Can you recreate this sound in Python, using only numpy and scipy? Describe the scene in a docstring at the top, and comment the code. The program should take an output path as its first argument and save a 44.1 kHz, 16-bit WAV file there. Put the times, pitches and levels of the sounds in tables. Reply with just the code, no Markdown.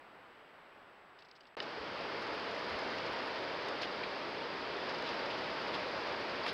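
"""A porcupine shuffles in and out of a hollow log at night.
A faint rush of far wind or water fills the wood, under a thin electronic whine and hiss.
From 1.2 s litter ticks, quills and claws scrape bark, and dry twigs snap.
At 1.55 s the sound cuts out for an instant and returns much louder, with a high fizz on the rush.
Feet pad softly from 1.8 s; two more spells of shuffling start at 2.2 s and 4.9 s."""
import sys
import numpy as np
from scipy import signal
from scipy.fft import rfft, irfft
from scipy.io import wavfile
from scipy.ndimage import uniform_filter1d

SR = 44100
rng = np.random.default_rng(int(sys.argv[2]) if len(sys.argv) > 2 else 0)


def generate_wav(signal):
    """Clip the signal to [-1, 1] and save it as 16-bit WAV at the path in sys.argv[1]."""
    frames = np.transpose(np.atleast_2d(signal))
    scaled = np.clip(frames, -1, 1) * 32767
    pcm = np.round(scaled).astype(np.int16)
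    wavfile.write(sys.argv[1], SR, pcm)


N = 287973
TIME = np.arange(N) / SR
GAP_START_S, GAP_END_S = 1.553, 1.5685

# rush before and after the gap: (time [s], relative level [dB])
FAINT_RUSH = [(0, -59), (0.8, -60.5), (1.54, -64.5)]
LOUD_RUSH = [(1.64, -46), (2.03, -43), (2.89, -41.5), (4.51, -43), (5.19, -41), (6.37, -41.5), (6.42, -41)]
# spells of shuffling: (start [s], end [s], tick level [dB], scrape level [dB])
SPELLS = [(1.18, 1.46, -78, -64), (2.2, 3.45, -56.5, -51), (4.901, 6.5, -63, -50.5)]


def gain_of(db):
    """Decibels to amplitude."""
    return 10 ** (np.asarray(db) / 20)


def unit_rms(x):
    """Scales to rms 1."""
    return x / np.sqrt(np.mean(x ** 2) + 1e-20)


def coloured(x, spectrum):
    """Filters by (frequency [Hz], gain [dB]) points, joined on a log-frequency axis."""
    point_hz, point_db = np.transpose(spectrum)
    hz = np.fft.rfftfreq(len(x), 1 / SR)
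    db = np.interp(np.log(hz + 1), np.log(point_hz + 1), point_db)
    return irfft(rfft(x) * gain_of(db), len(x))


def add(mix, start_s, sound):
    """Mixes a sound in at start_s."""
    part = mix[max(round(start_s * SR), 0):][:len(sound)]
    part += sound[:len(part)]


def swell_db(curve, time_s):
    """Height of a level curve above its median."""
    point_s, db = np.transpose(curve)
    return np.interp(time_s, point_s, db) - np.median(db)


def rush(curve, colour, treble_db, treble_per_swell, offset_db, patch_db=0.5, split_hz=1900):
    """Far turbulence: noise with faint drifting patches; the treble share varies with the swell."""
    hz, t, spectra = signal.stft(rng.standard_normal(N), SR, nperseg=1024, noverlap=768)
    patches = uniform_filter1d(rng.standard_normal(spectra.shape), size=12, axis=0)
    patches = unit_rms(uniform_filter1d(patches, size=14, axis=1))
    treble = (hz ** 4 / (hz ** 4 + split_hz ** 4))[:, None]
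    shelf_db = treble * (treble_db + treble_per_swell * swell_db(curve, t))
    spectra = spectra * gain_of(patch_db * patches + shelf_db)
    air = signal.istft(spectra, SR, nperseg=1024, noverlap=768)[1][:N]
    return unit_rms(coloured(air, colour)) * gain_of(np.interp(TIME, *np.transpose(curve)) + offset_db)


def electronics(whine_hz=7796.2, step_hz=29.78, follow=0.98):
    """A thin whine whose phase steps back and forth, over white hiss that follows the rush level."""
    before_gap = TIME < GAP_START_S
    step_rad = 1.4 * np.tanh(5 * np.sin(2 * np.pi * step_hz * TIME))
    phase = 2 * np.pi * whine_hz * TIME + step_rad
    whine = np.sqrt(2) * (np.sin(phase) + gain_of(-18) * np.sin(2 * phase))
    whine_db = np.where(before_gap, -90.5, -89.0)
    hiss_db = np.where(before_gap, -86.0 + follow * swell_db(FAINT_RUSH, TIME),
                       -86.7 + follow * swell_db(LOUD_RUSH, TIME))
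    return whine * gain_of(whine_db) + rng.standard_normal(N) * gain_of(hiss_db)


def litter(ticks_per_s=70, spread_db=5.0, decay_s=0.0012, highpass_hz=5500, rise_s=0.04, fade_s=0.076):
    """Bark crumbs crack underfoot: sparse, uneven, bright ticks that rise and settle with each spell."""
    sizes = gain_of(spread_db * np.minimum(rng.exponential(1, N), 2.5))
    impulses = sizes * (rng.random(N) < ticks_per_s / SR)
    cracks = rng.standard_normal(N) * signal.lfilter([1], [1, -np.exp(-1 / (decay_s * SR))], impulses)
    ticks = signal.sosfilt(signal.butter(2, highpass_hz, "highpass", fs=SR, output="sos"), cracks)
    stirring = np.zeros(N)
    for start_s, end_s, db, _ in SPELLS:
        early_s, late_s = np.maximum(start_s - TIME, 0), np.maximum(TIME - end_s, 0)
        stirring += gain_of(db) * np.exp(-early_s / rise_s - late_s / fade_s)
    return unit_rms(ticks) * stirring


def friction(strokes, slips_per_s, width_oct, noise_gain, crisp_hz=7000):
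    """Each stroke is a flurry of tiny slips that rises fast and dies away."""
    out, t = np.zeros(N), np.arange(SR // 4) / SR
    hz = np.fft.rfftfreq(len(t), 1 / SR) + 1
    for start_s, db, length_s, centre_hz, crisp_db in strokes:
        slips = rng.standard_normal(len(t)) * (rng.random(len(t)) < slips_per_s / SR)
        age = 4 * t / length_s
        flurry = (unit_rms(slips) + noise_gain * rng.standard_normal(len(t))) * age * np.exp(-age)
        band = np.exp(-2 * (np.log2(hz / centre_hz) / width_oct) ** 2)  # the scraped piece
        crisp = gain_of(crisp_db) * 2 * hz / (hz + crisp_hz)  # its dry edges
        sound = irfft(rfft(flurry) * (band + crisp), len(t))[:len(t) - SR // 100]
        add(out, start_s, gain_of(db) * sound / np.sqrt(np.sum(sound ** 2) / (length_s * SR)))
    return out


def quill_scrapes(scrapes_per_s=26, length_s=0.019, centre_hz=4600, crisp_db=-11, spread_db=5):
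    """Quills brush the bark lightly at uneven moments in each spell."""
    strokes = []
    for start_s, end_s, _, db in SPELLS:
        beats_s = np.arange(start_s, end_s, 1 / scrapes_per_s)
        for beat_s, (jitter, strength) in zip(beats_s, rng.uniform(-1, 1, size=(128, 2))):
            onset_s = beat_s + 0.5 * jitter / scrapes_per_s
            strokes.append((onset_s, db + spread_db * strength, length_s, centre_hz, crisp_db))
    return friction(strokes, slips_per_s=3000, width_oct=0.89, noise_gain=0.27)


def twig_snaps(rise_s=0.00022):
    """A twig gives way and rings briefly; thinner twigs ring higher."""
    # dry twig modes: (frequency [Hz], level [dB], t60 [s])
    modes = [(1770, -2, 0.032), (2860, 3.5, 0.022), (3510, 8.5, 0.0074), (3870, 1, 0.0044),
             (4770, 2.5, 0.012)]
    # breaks: (time [s], level [dB], pitch [ratio])
    breaks = [(1.189, -51, 1.05), (1.223, -54, 0.95), (1.313, -54, 1.37), (1.408, -50, 1.68),
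              (1.454, -55, 0.97), (1.6026, -28.5, 1.04), (1.6272, -45, 1.42), (3.8307, -33, 0.905),
              (4.037, -34.5, .87), (6.464, -31.5, 0.68)]
    out, t = np.zeros(N), np.arange(SR // 20) / SR
    for start_s, db, pitch in breaks:
        ring = sum(gain_of(mode_db - 60 * t / t60_s) * np.sin(2 * np.pi * hz * pitch * t)
                   for hz, mode_db, t60_s in modes)
        add(out, start_s, gain_of(db) * ring * (1 - np.exp(-t / rise_s)))
    return out


def scratches():
    """Claws and quills drag hard over bark and litter."""
    # strokes: (time [s], level [dB], length [s], centre [Hz], crisp top [dB])
    strokes = [(1.19, -57, .011, 4000, -8), (1.202, -61, .01, 4500, -17), (1.222, -57, .009, 4300, -15),
               (1.311, -53, .01, 4400, -19), (1.405, -55, .01, 4950, -5), (1.622, -45, .018, 5500, -4),
               (2.785, -41, .015, 6000, 2), (3.124, -44.5, .016, 6000, 6), (3.68, -41, 0.018, 5500, -1),
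               (3.81, -39, .044, 4700, -14), (3.829, -39, 0.029, 2800, -15), (4.031, -40, 0.019, 2660, -28),
               (4.888, -43, .017, 4750, -32), (5.02, -42, .012, 6000, -6), (5.048, -44, 0.1, 3400, -17),
               (5.302, -44, 0.024, 2900, -28), (5.736, -38.5, 0.032, 3380, -11),
               (6.456, -36.5, 0.059, 2400, -7), (6.475, -37.5, 0.038, 4170, -10)]
    return friction(strokes, slips_per_s=2500, width_oct=0.8, noise_gain=0.25)


def housing_colour(x):
    """The camera housing puts gentle peaks and dips in the loud rush."""
    # peaks and dips: (centre [Hz], width [Hz], gain [dB])
    resonances = [(737, 44, -3.5), (928, 62, 2.5), (2160, 410, 0.6), (3930, 520, -1.0), (4750, 310, 2.5)]
    hz = np.fft.rfftfreq(N, 1 / SR)
    lift_db = sum(db / (1 + (2 * (hz - centre_hz) / width_hz) ** 2)
                  for centre_hz, width_hz, db in resonances)
    return irfft(rfft(x) * gain_of(lift_db), N)


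def fizz(offset_db=-44):
    """A thin high sizzle that follows the level of the loud rush."""
    # sizzle spectrum: (frequency [Hz], gain [dB])
    colour = [(20, -60), (7000, -40), (9000, -14), (10500, -3), (12000, -14.5), (16000, -15.5)]
    sizzle = unit_rms(coloured(rng.standard_normal(N), colour))
    return sizzle * gain_of(np.interp(TIME, *np.transpose(LOUD_RUSH)) + offset_db)


def footfalls():
    """The animal's weight drives wood and earth through a few slow cycles."""
    # steps: (time [s], level [dB], length [s], frequency [Hz])
    steps = [(1.783, -55, .06, 70), (2.698, -49.5, 0.06, 84), (2.739, -49, 0.033, 70),
             (4.568, -65, 0.096, 75)]
    out = np.zeros(N)
    for start_s, db, length_s, hz in steps:
        t = np.arange(0, length_s, 1 / SR)
        add(out, start_s, gain_of(db) * np.hanning(len(t)) * np.sin(2 * np.pi * hz * t))
    return out


def scene():
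    """The far rush, faint and then loud, with the animal close by."""
    # rush spectra: (frequency [Hz], gain [dB])
    faint_colour = [(20, -17.5), (60, -16), (150, -10), (400, -3), (750, -1.5), (1300, -2.5), (2000, -5),
                    (3000, -10.5), (4000, -18), (5000, -22), (5700, -32), (7000, -46), (9000, -56)]
    loud_colour = [(20, -30.5), (65, -16), (140, -10.5), (270, -4.5), (450, 1), (640, 0.3), (800, -2.5),
                   (1100, -3.5), (1800, -6.5), (4100, -15), (5050, -16), (5850, -31), (8500, -56.5),
                   (16000, -88)]
    # treble roll-off on all the animal's sounds: (frequency [Hz], gain [dB])
    close_response = [(20, 1.5), (5200, -5), (5900, -17), (7000, -22.5), (8700, -37), (10600, -23),
                      (12500, -42), (16000, -54)]
    faint = rush(FAINT_RUSH, faint_colour, treble_db=-3.1, treble_per_swell=-0.45, offset_db=3.0)
    loud = rush(LOUD_RUSH, loud_colour, treble_db=0.82, treble_per_swell=0.17, offset_db=2.14)
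    background = np.where(TIME < GAP_START_S, faint, housing_colour(loud) + fizz()) + electronics()
    animal = scratches() + quill_scrapes() + twig_snaps() + litter() + footfalls()
    return (background + coloured(animal, close_response))[None]


def record(dry):
    """Mutes the gap, then limits the band."""
    sounding = (TIME < GAP_START_S) | (TIME > GAP_END_S)
    lowpass = signal.firwin(511, cutoff=15850, window=("kaiser", 9), fs=SR)
    return signal.oaconvolve(dry * sounding, lowpass[None], "same")


dry = scene()
out = record(dry)
generate_wav(out)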